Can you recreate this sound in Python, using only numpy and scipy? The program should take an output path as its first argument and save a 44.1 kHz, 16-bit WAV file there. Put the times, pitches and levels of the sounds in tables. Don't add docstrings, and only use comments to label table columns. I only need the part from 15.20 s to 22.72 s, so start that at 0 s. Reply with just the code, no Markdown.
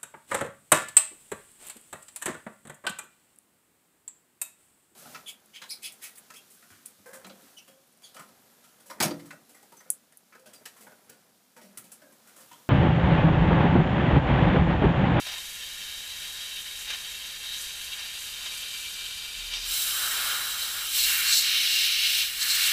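import sys
import numpy as np
from scipy.fft import rfft, irfft
from scipy.io import wavfile

SR = 44100
rng = np.random.default_rng(int(sys.argv[2]) if len(sys.argv) > 2 else 0)


def wrap_up_sound(samples):
    columns = np.atleast_2d(samples).T
    tamed = np.clip(columns, -1, 1)
    steps = np.round(tamed * 32767).astype(np.int16)
    wavfile.write(sys.argv[1], SR, steps)


N = 331632
TIME = np.arange(N) / SR
FREQ = np.maximum(np.arange(N // 2 + 1) * SR / N, 1)

# [f/Hz, level/dB per Hz]
FIRST_AIM_SPECTRUM = [(300, -17), (700, -11), (1100, -9.5), (1500, -1.5), (2200, -1), (3000, -0.5),
                      (4000, 1), (5500, -3), (8000, -10.5), (15000, -15)]
SECOND_AIM_SPECTRUM = [(300, -24), (700, -21), (1100, -19), (1500, -8), (2200, -10.5), (3000, 0.5),
                       (4000, -2), (5500, -14), (8000, -14.5), (15000, -31)]
# [f/Hz, level/dB per Hz]
FAR_HISS_SPECTRUM = [(1500, -26), (4000, -4), (5100, -6), (6200, -1.5), (8000, -2), (10000, -2),
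                     (12000, -4), (15000, -10.5)]
SPIT_SPECTRUM = [(200, -24), (450, -7), (750, -2), (1100, -2.5), (1600, 4.5), (3500, 2.5), (6000, 0.5),
                 (12000, -10)]
# [f/Hz, width/Hz, level/dB]
FIRST_AIM_RESONANCES = [(1054, 43, 6.7), (1662, 36, 7.6), (1824, 143, 5.8), (2024, 107, -4.5),
                        (2246, 204, 6.3), (2738, 101, 7.7), (3148, 440, 11.3), (3429, 109, -8.9),
                        (3734, 232, 11.1), (3939, 165, 5.4), (4666, 193, 6.6)]
SECOND_AIM_RESONANCES = [(1056, 43, 10.2), (1659, 52, 2.1), (2057, 115, -1.2), (2348, 93, 10.5),
                         (2762, 101, 4.4), (3124, 70, 4.9), (3442, 104, -10.0), (3687, 237, 5.9),
                         (4715, 143, 9.0)]
# [f/Hz, width/Hz, level/dB]
FAR_TREBLE_RESONANCES = [(5748, 400, 2.2), (6016, 75, 2.5), (6681, 393, 2.2), (6990, 70, -3.9),
                         (7704, 104, 3.2), (7922, 70, 4.3), (8761, 104, 3.4), (10020, 117, 2.8),
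                         (10391, 400, -2.2), (11476, 400, 2.1), (14200, 206, -2.0)]
# [t/s, standard deviation/s, level/dB]
SPIT_SWELLS = [(0.115, 0.047, -36), (1.692, 0.02, -36), (1.733, 0.02, -36), (2.78, 0.049, -43),
               (3.266, 0.016, -40), (4.345, 0.028, -36)]
FLARE_SWELLS = [(0.0, 0.021, -42), (.29, 0.076, -47), (1.6, .04, -47), (2.42, 0.065, -40.5),
                (2.66, .04, -46), (3.02, 0.06, -42.5), (3.48, 0.24, -43.5)]
# [t/s, centre f/Hz, level/dB]
GURGLE_CURVE = [(.03, 717, -77), (.08, 678, -60), (.13, 786, -56), (.17, 1007, -58), (.22, 1100, -80)]

# [f/Hz, level/dB per Hz]
DEEP_ROAR_SPECTRUM = [(120, -21.5), (300, -26), (500, -18.5), (750, -15), (1050, -11), (1330, 0.5),
                      (1650, -1), (2100, -5), (3000, -51), (6000, -19)]
SHALLOW_ROAR_SPECTRUM = [(300, -38.5), (750, -27), (1050, -16), (1350, -6), (1800, 1.5), (2250, 0.5),
                         (3000, -6.5), (6000, -19)]
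# [f/Hz, level/dB per Hz]
WASH_SPECTRUM = [(500, -37.5), (1100, -32), (1700, -13.5), (2250, -3.0), (2900, -3), (3600, -4),
                 (4500, -5.5), (5800, -5.5), (7500, -16.5), (15000, -18)]
EDGE_SPECTRUM = [(2000, -38.5), (3400, -13.5), (3850, -7.5), (4200, 0), (4700, -6), (6000, -6.5),
                 (7300, -8.5), (7780, -6.5), (8300, -12.5), (15000, -35)]
NEAR_HISS_SPECTRUM = [(500, -20), (1500, -11.5), (3000, -3), (4000, -1.5), (6000, 1.5), (8500, 1),
                      (11000, 1.5), (13500, 2), (15000, 2.5)]
# [f/Hz, width/Hz, level/dB]
NEAR_RESONANCES = [(1986, 291, -4.9), (2050, 73, -5.7), (2181, 138, 3.2), (2614, 134, -5.2),
                   (2766, 170, 7.4), (3059, 164, 5.3), (3448, 90, -6.2), (3513, 400, 4.4), (3837, 82, 3.7),
                   (3936, 239, 3.2), (3955, 106, 3.3), (4157, 311, 3.0), (4305, 99, 2.2), (4809, 77, -3.7),
                   (5384, 77, 3.0), (5788, 132, -4.5), (6373, 188, -3.3), (6587, 91, -3.8),
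                   (6959, 113, -4.2), (7047, 250, -1.7), (7341, 140, -2.3), (7738, 400, 5.0),
                   (9661, 338, 2.4), (10259, 400, -2.1), (11892, 338, -3.5)]
RECESS_RESONANCES = [(2730, 130, -1), (3160, 160, 4), (3820, 180, 3), (4270, 220, -3), (5360, 140, -1),
                     (7500, 160, 5), (7900, 270, -2), (8400, 180, 2.5), (11100, 400, 3), (12400, 400, 1)]
FLAT_RESONANCES = [(2470, 41, -1), (2780, 61, 4), (3700, 300, 0), (4400, 72, 2.5), (4930, 140, 0.5),
                   (6080, 89, 1), (7950, 120, -1), (8900, 550, -1.5), (9500, 300, 1), (12600, 400, 2)]
# [t/s, level/dB]
ROAR_CURVE = [(4.5, -46.5), (4.71, -41.5), (4.83, -35.5), (5.14, -33.5), (5.3, -40), (5.63, -40.5),
              (5.75, -53.5), (5.9, -31.5), (6.1, -31), (6.19, -40.5), (6.27, -34), (6.42, -40), (7.03, -40),
              (7.16, -43), (7.23, -35.5), (7.47, -31)]
# [t/s, level/dB]
NOZZLE_CURVE = [(4.44, -38), (4.5, -32), (4.63, -31.5), (5.56, -38.5), (5.74, -36), (5.77, -31),
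                (5.83, -27), (6.09, -32), (6.14, -30), (6.2, -29.5), (6.25, -38), (6.64, -34),
                (6.76, -40.5), (6.99, -32.5), (7.13, -40), (7.24, -33.5), (7.52, -30)]
# [start t/s, end t/s, level/dB]
FLAT_PASSES = [(4.87, 5.18, -36), (5.77, 5.96, -33.5), (6.23, 7.06, -25), (7.33, 7.6, -29.5)]
# [t/s, standard deviation/s, level/dB]
EDGE_GRAZES = [(4.55, .07, -35), (5.42, 0.15, -39.5), (5.82, .05, -29), (6.135, 0.051, -20.5),
               (6.27, 0.046, -34.5), (6.57, 0.057, -30.5), (6.96, .04, -35.5), (7.22, 0.017, -27.5),
               (7.32, 0.033, -24.5), (7.44, 0.052, -28.5)]
# [t/s, standard deviation/s, centre f/Hz, boost level/dB]
BAND_SWELLS = [(0.625, 0.012, 3180, 2.5), (1.263, .025, 3000, 2.5), (1.385, 0.019, 2900, 6.5),
               (1.695, 0.01, 3800, 4), (2.31, .04, 3850, 6.5), (2.732, 0.0082, 3090, 9),
               (3.872, 0.018, 3080, 2), (4.345, 0.016, 3300, 4.5), (4.394, 0.056, 5300, 8),
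               (6.376, 0.014, 3400, 6), (6.86, 0.0097, 2800, 4)]
# [start t/s, end t/s, level/dB]
HUM_SPELLS = [(4.167, 4.548, -48.5), (5.77, 5.93, -55)]
# [f/Hz, level/dB per Hz]
YARD_SPECTRUM = [(15, -6.5), (35, 0.5), (60, -3.5), (100, -9.5), (160, -14), (215, -13), (300, -23.5),
                 (450, -16.5), (700, -20), (1500, -22.5)]

AIM_SHIFT, MOVES_CLOSE, LEAVES_RECESS = (2.35, 3.6), (4.43, 4.54), (5.7, 5.8)
FIRST_RUSH_DB, SECOND_RUSH_DB, FAR_HISS_DB = -39, -37.5, -44
CHOKE_DB = -39
NOZZLE_GAIN_DB = 4
WASH_FOLLOWS = 0.23
FLAT_SLIDE_S = 0.093
FLAT_FRINGE_DB, EDGE_FRINGE_DB = -35.5, -44
WAVER_DB, WAVER_HZ = 0.5, 7.5
HOLLOW_WIDTH_HZ = 1100
HUM_HZ = 37.3
CUTOFF_HZ = 15350


def far_jet():
    walls = reflections(level_db=-4.5, first_s=0.004, decay_s=0.015) * resonances(FAR_TREBLE_RESONANCES)
    slugs = swells(SPIT_SWELLS)
    return far_rush(walls) + far_hiss(walls, slugs) + spits(walls, slugs) + gurgle(width_hz=72)


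def far_rush(walls):
    impact = wet_steam(flutter_db=0.9, flutter_hz=35, drops_per_s=700, spray_db=-14.5)
    first = sounded(impact, FIRST_AIM_SPECTRUM, walls * resonances(FIRST_AIM_RESONANCES))
    second = sounded(impact, SECOND_AIM_SPECTRUM, walls * resonances(SECOND_AIM_RESONANCES))
    share = np.interp(TIME, AIM_SHIFT, (0, 1))
    rush = (1 - share) * from_db(FIRST_RUSH_DB) * first
    rush = rush + share * from_db(SECOND_RUSH_DB) * second
    return waver() * rush


def far_hiss(walls, slugs):
    steam = wet_steam(flutter_db=1.0, flutter_hz=30, drops_per_s=790, spray_db=-6)
    hiss = sounded(steam, FAR_HISS_SPECTRUM, walls)
    dry_flow = np.hypot(from_db(FAR_HISS_DB), swells(FLARE_SWELLS))
    choked_flow = dry_flow / np.hypot(1, slugs / from_db(CHOKE_DB))
    return waver() * choked_flow * hiss


def spits(walls, slugs):
    splutter = wet_steam(flutter_db=3.5, flutter_hz=60, drops_per_s=440, spray_db=-7.5)
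    return slugs * sounded(splutter, SPIT_SPECTRUM, walls * resonances(FIRST_AIM_RESONANCES))


def gurgle(width_hz):
    hz, db = in_time(GURGLE_CURVE)
    phase = 2 * np.pi * np.cumsum(hz) / SR
    sounding = (TIME > GURGLE_CURVE[0][0]) & (TIME < GURGLE_CURVE[-1][0])
    band = drift(width_hz) * np.cos(phase) + drift(width_hz) * np.sin(phase)
    return sounding * from_db(db) * band


def near_jet():
    response = reflections(level_db=-10.5, first_s=0.0039, decay_s=0.012) * resonances(NEAR_RESONANCES)
    (hiss_db,) = in_time(NOZZLE_CURVE)
    steam = recess_roar(response) + flat_wash(response, hiss_db)
    steam = steam + edge_song(response) + near_hiss(response, hiss_db)
    spectrum = rfft(steam)
    in_recess = irfft(spectrum * resonances(RECESS_RESONANCES), N)
    on_flat = irfft(spectrum * resonances(FLAT_RESONANCES), N)
    return fade(in_recess, on_flat, LEAVES_RECESS)


def recess_roar(response):
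    (roar_db,) = in_time(ROAR_CURVE)
    eddies = wet_steam(flutter_db=0.04, flutter_hz=40, drops_per_s=280, spray_db=-21)
    deep = sounded(eddies, DEEP_ROAR_SPECTRUM, response)
    shallow = from_db(1.5) * sounded(eddies, SHALLOW_ROAR_SPECTRUM, response)
    return from_db(roar_db) * fade(deep, shallow, LEAVES_RECESS)


def flat_wash(response, hiss_db):
    steam = wet_steam(flutter_db=0.5, flutter_hz=45, drops_per_s=1500, spray_db=-8.5)
    flow = from_db(WASH_FOLLOWS * (hiss_db - np.mean(NOZZLE_CURVE, axis=0)[1]))
    gain = dwell(FLAT_PASSES, FLAT_SLIDE_S, FLAT_FRINGE_DB)
    return flow * gain * sounded(steam, WASH_SPECTRUM, response)


def edge_song(response):
    steam = wet_steam(flutter_db=1.8, flutter_hz=30, drops_per_s=640, spray_db=-31)
    gain = np.hypot(from_db(EDGE_FRINGE_DB), swells(EDGE_GRAZES))
    return waver() * gain * sounded(steam, EDGE_SPECTRUM, response)


def near_hiss(response, hiss_db):
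    steam = wet_steam(flutter_db=0.9, flutter_hz=40, drops_per_s=1200, spray_db=-14.5)
    return from_db(hiss_db + NOZZLE_GAIN_DB) * sounded(steam, NEAR_HISS_SPECTRUM, response)


def gusty(steam):
    spectrum, out = rfft(steam), steam
    for s, length, hz, db in BAND_SWELLS:
        hollow = irfft(spectrum / (1 + (2 * (FREQ - hz) / HOLLOW_WIDTH_HZ) ** 2), N)
        out = out + bell(s, length) * (from_db(db) - 1) * hollow
    return out


def wet_steam(flutter_db, flutter_hz, drops_per_s, spray_db):
    turbulence = rng.standard_normal(N) * from_db(flutter_db * drift(flutter_hz))
    drops = (rng.random(N) < drops_per_s / SR) * rng.standard_normal(N)
    return turbulence + from_db(spray_db) * rms_one(drops)


def waver():
    return from_db(WAVER_DB * drift(WAVER_HZ))


def dwell(rows, slide_s, fringe_db):
    power = from_db(fringe_db) ** 2
    for start, end, db in rows:
        power = power + (from_db(db) * spell(start, end, slide_s)) ** 2
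    return np.sqrt(power) * waver()


def reflections(level_db, first_s, decay_s):
    cloud = rng.standard_normal(N) * np.exp(-TIME / decay_s) * (TIME > first_s)
    return 1 + from_db(level_db) * rfft(cloud / np.linalg.norm(cloud))


def resonances(peaks):
    return from_db(sum(db / (1 + (2 * (FREQ - hz) / width) ** 2) for hz, width, db in peaks))


def sounded(drive, spectrum, response=1):
    return rms_one(irfft(rfft(drive) * colour(spectrum) * response, N))


def colour(points):
    hz, db = np.transpose(points)
    return from_db(np.interp(np.log(FREQ), np.log(hz), db))


def drift(rate):
    return rms_one(irfft(rfft(rng.standard_normal(N)) / (1 + (FREQ / rate) ** 2), N))


def swells(rows):
    return sum(from_db(db) * bell(s, length) for s, length, db in rows)


def bell(s, length):
    return np.exp(-0.5 * ((TIME - s) / length) ** 2)


def spell(start, end, ramp_s):
    return np.clip(np.minimum(TIME - start, end - TIME) / ramp_s + 0.5, 0, 1)


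def fade(a, b, span):
    share = np.clip((TIME - span[0]) / max(span[1] - span[0], 1e-3), 0, 1)
    return np.sqrt(1 - share) * a + np.sqrt(share) * b


def in_time(rows):
    s, *columns = np.transpose(rows)
    return [np.interp(TIME, s, c) for c in columns]


def from_db(db):
    return 10 ** (np.asarray(db) / 20)


def rms_one(x):
    return x / np.sqrt(np.mean(x ** 2) + 1e-20)


def hum():
    gain = sum(from_db(db) * spell(start, end, ramp_s=0.04) for start, end, db in HUM_SPELLS)
    return gain * np.sqrt(2) * np.sin(2 * np.pi * HUM_HZ * TIME)


def yard():
    return from_db(-54) * sounded(rng.standard_normal(N), YARD_SPECTRUM)


def scene():
    steam = gusty(fade(far_jet(), near_jet(), MOVES_CLOSE))
    mono = steam + yard() + hum()
    return np.tile(mono, (2, 1))


def record(dry):
    return irfft(rfft(dry) / np.sqrt(1 + (FREQ / CUTOFF_HZ) ** 400), N)


dry = scene()
out = record(dry)
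wrap_up_sound(out)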